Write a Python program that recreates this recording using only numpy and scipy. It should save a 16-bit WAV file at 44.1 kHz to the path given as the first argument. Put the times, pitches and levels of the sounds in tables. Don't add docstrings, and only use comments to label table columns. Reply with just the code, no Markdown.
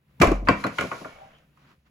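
import sys
import numpy as np
from scipy import signal
from scipy.fft import rfft, irfft, next_fast_len
from scipy.io import wavfile
from scipy.ndimage import uniform_filter1d

SR = 44100
rng = np.random.default_rng(int(sys.argv[2]) if len(sys.argv) > 2 else 0)


def store_pcm(level_fs):
    pcm = np.round(np.clip(level_fs, -1, 1) * 32767).astype(np.int16)
    wavfile.write(sys.argv[1], SR, np.atleast_2d(pcm).T)


N = 83790

# f/Hz, level/dB
STEEL_SPECTRUM = [(800, -10.5), (2500, 10), (3800, 4), (4900, 0), (7000, 0.5), (8700, -5.5), (12500, -10),
                  (15500, -18.5)]
STEEL_RISE_S = .0012
STEEL_ECHO_DB, RING_ECHO_DB = -4.5, -11.5


def amp(db):
    return 10 ** (np.asarray(db) / 20)


def unit(x):
    return x / np.sqrt(np.mean(x ** 2) + 1e-20)


def along(points, hz):
    freqs, values = np.transpose(points)
    return np.interp(np.log(hz + 1), np.log(freqs + 1), values)


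def clock():
    return np.arange(N) / SR


def fade(t, rise, t60):
    return (1 - np.exp(-t / rise)) * amp(-60 * t / t60)


def bell(x, centre, half_width):
    return np.exp(-((x - centre) / half_width) ** 2 / 2)


def filtered(x, response):
    size = x.shape[-1]
    padded = next_fast_len(size + 8192)
    hz = np.fft.rfftfreq(padded, 1 / SR)
    return irfft(rfft(x, padded) * response(hz), padded)[..., :size]


def band(centre_hz, half_width_hz):
    return unit(filtered(rng.standard_normal(N), lambda hz: bell(hz, centre_hz, half_width_hz)))


def diffuse(pair):
    # f/Hz, likeness (1 = the same)
    likeness = [(60, 1), (350, 0.82), (600, 0.95), (800, 0.94), (1100, 0.28), (2200, 0.13), (4500, 0.19),
                (8500, 1), (15000, 0.43)]

    def shares(hz):
        angle = np.arccos(np.clip(along(likeness, hz), -1, 1)) / 2
        return np.array([np.cos(angle), np.sin(angle)])
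    mid, side = filtered(pair, shares)
    return np.array([mid + side, mid - side])


def noise(spectrum, size=N):
    white = rng.standard_normal((2, size))
    return diffuse(unit(filtered(white, lambda hz: amp(along(spectrum, hz)))))


def burst(spectrum, t, rise, t60):
    shape = fade(t, rise, t60)
    return unit(noise(spectrum, len(t)) * shape) * np.sqrt(np.mean(shape ** 2))


def ring(tones, t, rise):
    hz, db, t60 = np.transpose(tones)[:, :, None]
    level_luck, pitch_luck = rng.standard_normal((2, len(tones), 1))
    phase = 2 * np.pi * rng.random((len(tones), 1))
    waves = np.sin(2 * np.pi * hz * (1 + .004 * pitch_luck) * t + phase)
    dying = amp(db + 1.5 * level_luck) * waves * fade(t, rise, t60)
    return dying.sum(0) / np.sqrt(np.sum(amp(db) ** 2) / 2)


def focused(rows, centre_hz, loss_db):
    rows = np.array(rows, float)
    rows[:, 1] -= loss_db * np.log2(rows[:, 0] / centre_hz) ** 2
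    return rows


def friction(strokes, spectrum, rough_db):
    swell = sum(amp(db) * bell(clock(), s, half) for s, half, db in strokes)
    grain = unit(uniform_filter1d(rng.standard_normal(N), size=200))
    return swell * unit(noise(spectrum) * amp(rough_db * grain))


def room(x):
    # f/Hz, t60/s
    echo_times = [(60, 0.69), (200, 0.29), (600, 0.38), (2000, 0.3), (5000, 0.3), (12000, 0.22)]
    build_up_s = .0017
    hz, t, slices = signal.stft(rng.standard_normal((2, len(x))), SR, nperseg=256)
    decay = amp(-60 * t / along(echo_times, hz)[:, None])
    tail = diffuse(signal.istft(slices * decay, SR, nperseg=256)[1])
    age = np.arange(tail.shape[1]) / SR
    tail *= 1 - np.exp(-(age / build_up_s) ** 2)
    return signal.fftconvolve(x[None], tail / np.linalg.norm(tail[0]), axes=1)[:, :len(x)]


def add(out, s, sound, echo_db):
    start = round(s * SR)
    echo = amp(echo_db) * room(np.atleast_2d(sound)[0])
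    both = (sound + echo)[:, :N - start]
    out[:, start:start + both.shape[1]] += both


def room_rumble():
    # f/Hz, level/dB
    spectrum = [(20, -24.5), (45, -11), (70, 3), (100, -12.5), (145, -8), (200, -6), (400, -19.5),
                (1000, -24.5), (2500, -25), (6000, -41.5), (12000, -36.5)]
    # t/s, level/dB
    levels = [(0, -70.5), (0.198, -60), (1.198, -65.5), (1.73, -64.5), (1.79, -68), (1.84, -71.5),
              (1.88, -66)]
    hum = amp(-1.5) * band(centre_hz=143, half_width_hz=14)
    return amp(np.interp(clock(), *np.transpose(levels))) * (noise(spectrum) + hum)


def shoe_scuffs():
    # t/s, half length/s, level/dB
    strokes = [(0.11, 0.02, -72), (1.63, 0.05, -62.5), (1.71, 0.026, -60.5), (1.87, 0.0114, -65)]
    # f/Hz, level/dB
    spectrum = [(100, -12), (250, 11.5), (450, -0.5), (1200, 5), (2700, -2.5), (4500, -10.5),
                (15000, -33.5)]
    return friction(strokes, spectrum, rough_db=1.0)


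def plate_clacks(t):
    # t/s, slap level/dB, slap centre/Hz, crack level/dB, ring level/dB, ring centre/Hz
    hits = [(0.2003, -30.5, 1500, -27.5, -38.5, 1030), (0.2133, -12, 1650, -20, -30, 1750),
            (0.2171, -10, 1750, -11, -20, 2560), (0.2225, -23, 1020, -20, -8, 749),
            (0.229, -16, 1020, -26.5, -14.5, 1014), (0.243, -19, 1060, -25.5, -27, 1030),
            (0.27, -20.5, 2200, -26, -38.5, 2310), (0.316, -32, 1130, -30, -31, 1110),
            (0.472, -19, 1150, -48, -31.5, 1040), (0.4853, -8, 1620, -22, -11.5, 1060),
            (0.6391, -20.5, 1310, -29.5, -17, 1290), (0.666, -23.5, 1300, -31, -36, 1380),
            (0.7842, -16, 2200, -27.5, -20.5, 1390), (0.809, -22, 1460, -26.5, -26, 1550),
            (0.915, -23, 1130, -46, -27.5, 1260), (0.951, -40, 1233, -61.5, -41, 1410),
            (1.046, -32.5, 983, -54.5, -34.5, 1440), (1.573, -54.5, 1392, -65, -61.5, 1180)]
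    # f/Hz, level/dB
    slap_spectrum = [(200, -20.5), (600, -6), (900, -1.5), (1120, -2.5), (1500, -3), (1900, -4.5),
                     (2300, -1), (3200, -12.5), (4500, -20), (9000, -49.5)]
    # f/Hz, level/dB, t60/s
    plate_tones = [(701.4, 0, 0.041), (1028.3, 2, 0.1), (1087, 5.5, .1), (1148, 4.5, 0.059),
                   (1222, 7, 0.049), (1388, -5, 0.19), (1437.7, 0.5, 0.15), (1536, -3, 0.042),
                   (1633, -2, 0.084), (2203, -3.5, 0.073), (2350, 3, 0.1)]
    # f/Hz, level/dB, t60/s
    handle_tones = [(1089, 0.5, 0.3), (1414, -4.5, 0.36), (1222, -5.5, 0.43), (2146, -6.5, .4),
                    (2335, 0.5, 0.35), (2875, -14.5, 0.32)]
    rise_s = .0015
    out = np.zeros((2, N))
    for s, slap_db, slap_hz, crack_db, ring_db, ring_hz in hits:
        slap = burst(focused(slap_spectrum, slap_hz, loss_db=5), t, rise_s, t60=.042)
        plates = ring(focused(plate_tones, ring_hz, loss_db=90), t, rise_s)
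        handle = ring(handle_tones, t, rise_s)
        crack = burst(STEEL_SPECTRUM, t, STEEL_RISE_S, t60=.023)
        add(out, s, amp(slap_db) * slap, echo_db=-4)
        add(out, s, amp(ring_db) * plates + amp(slap_db - 24) * handle, RING_ECHO_DB)
        add(out, s, amp(crack_db) * crack, STEEL_ECHO_DB)
    return out


def mat_pushes():
    # t/s, level/dB, f/Hz, half length/s
    pushes = [(0.2105, -10.5, 173.2, 0.0038), (0.2359, -9, 333.6, 0.0034), (0.238, -17.5, 77.5, 0.0097),
              (0.32, -9, 328.4, 0.002)]
    t = clock()
    return sum(amp(db) * np.cos(2 * np.pi * hz * (t - s)) * bell(t, s, half)
               for s, db, hz, half in pushes)


def platform_thuds(t):
    # t/s, level/dB, centre/Hz, t60 of the knock/s
    thuds = [(0.2134, -12, 589.7, 0.093), (0.2206, -13, 512, 0.25), (0.278, -15, 393.6, 0.073),
             (0.316, -18, 331.4, 0.083), (0.424, -35, 104.2, 0.4), (0.4769, -30, 462, 0.078),
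             (0.489, -10, 414, 0.04), (0.506, -18, 222.2, 0.081), (0.646, -21, 492, 0.11),
             (0.664, -24.5, 280, 0.039), (0.788, -30, 330, 0.26), (0.811, -26, 531, 0.16),
             (0.837, -27.5, 209.1, 0.09), (0.918, -35, 626, 0.31), (1.014, -35, 486, 0.086),
             (1.053, -33.5, 521, 0.093)]
    # f/Hz, level/dB
    knock_spectrum = [(30, -37), (60, -1), (130, -2), (300, -8.5), (480, -7.5), (640, -4.5), (730, -7.5),
                      (860, -13.5), (1100, -8), (2000, -35), (5000, -56.5)]
    # f/Hz, level/dB, t60/s
    platform_tones = [(108.3, -8, 0.16), (168.4, -9, .3), (202.1, -8, 0.22), (257, -1.5, 0.14),
                      (310.1, 2.5, 0.075), (343, -6.5, 0.099), (418.4, -9, .12), (457, -9.5, 0.13),
                      (518.3, -14, .13), (585.7, -5, 0.035), (721.2, 1, 0.077)]
    rise_s = .0017
    out = np.zeros((2, N))
    for s, db, hz, t60 in thuds:
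        knock = burst(focused(knock_spectrum, hz, loss_db=2), t, rise_s, t60)
        tones = ring(focused(platform_tones, hz, loss_db=2), t, rise_s)
        add(out, s, amp(db) * (knock + amp(-2) * tones), echo_db=-11.5)
    return out


def floor_boom():
    # t/s, level/dB
    blows = [(0.2719, -18)]
    floor_hz, damped_from_s, damping_t60_s = 45, .51, .4
    out = np.zeros(N)
    for s, db in blows:
        age = np.maximum(clock() - s, 0)
        out += amp(db) * np.sin(2 * np.pi * floor_hz * age) * fade(age, rise=.0013, t60=.89)
    damped_for = np.maximum(clock() - damped_from_s, 0)
    return out * amp(-60 * damped_for / damping_t60_s)


def rolling_hiss():
    # t/s, level/dB
    levels = [(0.45, -60.5), (0.55, -59.5), (0.61, -49.5), (0.70, -60), (0.80, -45), (0.9, -51),
              (1.0, -51.5), (1.1, -59), (1.2, -67), (1.38, -75), (1.48, -85)]
    # f/Hz, level/dB
    spectrum = [(500, -21.5), (1400, -11.5), (2300, 1), (3500, -1), (6800, -5), (8700, -14.5),
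                (10000, -8.5), (12500, -16.5), (15500, -24)]
    return amp(np.interp(clock(), *np.transpose(levels), left=-120)) * noise(spectrum)


def collar_clinks(t):
    # t/s, level/dB, f/Hz, t60/s
    clinks = [(0.486, -19, 4740, 0.017), (0.6395, -38.5, 4160, 0.1), (0.784, -42, 4160, 0.081)]
    out = np.zeros((2, N))
    for s, db, hz, t60 in clinks:
        tone = band(hz, half_width_hz=170)[:len(t)]
        add(out, s, amp(db) * tone * fade(t, STEEL_RISE_S, t60), RING_ECHO_DB)
    return out


def steel_ticks(t):
    # t/s, level/dB
    ticks = [(0.6695, -39), (0.8094, -23), (1.384, -51.5)]
    out = np.zeros((2, N))
    for s, db in ticks:
        add(out, s, amp(db) * burst(STEEL_SPECTRUM, t, STEEL_RISE_S, t60=.011), STEEL_ECHO_DB)
    return out


def rubber_rubs():
    # t/s, half length/s, level/dB
    strokes = [(1.11, 0.087, -50), (1.32, 0.081, -58)]
    # f/Hz, level/dB
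    spectrum = [(40, -2.5), (90, -2), (250, -7), (380, -12.5), (620, 1.5), (900, -5.5), (1350, -5.5),
                (3000, -11.5), (6000, -41)]
    return friction(strokes, spectrum, rough_db=1.5)


def handle_scrapes():
    # t/s, half length/s, level/dB, f/Hz, half width/Hz
    scrapes = [(1.13, 0.039, -58.5, 2257, 60.4), (1.363, 0.024, -64.5, 3095, 251)]
    return sum(amp(db) * bell(clock(), s, half) * band(hz, half_width_hz)
               for s, half, db, hz, half_width_hz in scrapes)


def rubber_creak():
    # t/s, half length/s, level/dB
    strokes = [(1.225, 0.035, -45.5)]
    # f/Hz, level/dB
    spectrum = [(450, -64), (575, 1.5), (630, 2), (720, -18), (778, 16), (830, -14), (960, -17),
                (3000, -63)]
    return friction(strokes, spectrum, rough_db=2.0)


def microphone_pair(x):
    # f/Hz, level/dB
    left_louder = [(300, 0.5), (400, 2.5), (520, 8.5), (650, -0.5), (1000, 0), (2300, -0.5), (3500, -2),
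                   (5600, -5), (7000, 0)]
    # f/Hz, phase/rad
    left_ahead = [(450, 0), (700, -1.1), (880, -2.4), (1000, .3), (1450, -.7), (2600, -.2), (3300, 2),
                  (4800, -.6), (7100, -.5), (8600, -3.1), (11000, -6.2), (13600, -9.4), (15500, -12.3)]

    def response(hz):
        half_db = along(left_louder, hz) / 2
        phase_shift = np.exp(1j * along(left_ahead, hz))
        return np.array([amp(half_db) * phase_shift, amp(-half_db)])
    return filtered(x, response)


def scene():
    t = np.arange(int(.7 * SR)) / SR
    background = room_rumble() + shoe_scuffs()
    drop = plate_clacks(t) + mat_pushes() + platform_thuds(t) + floor_boom()
    rattle = collar_clinks(t) + steel_ticks(t)
    roll = rolling_hiss() + rubber_rubs() + handle_scrapes() + rubber_creak()
    return microphone_pair(background + drop + rattle + roll)


def record(dry):
    ceiling, top_hz = 1.5, 16200
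    rounded = dry / (1 + np.abs(dry / ceiling) ** 6) ** (1 / 6)
    return filtered(rounded, lambda hz: hz < top_hz)


dry = scene()
out = record(dry)
store_pcm(out)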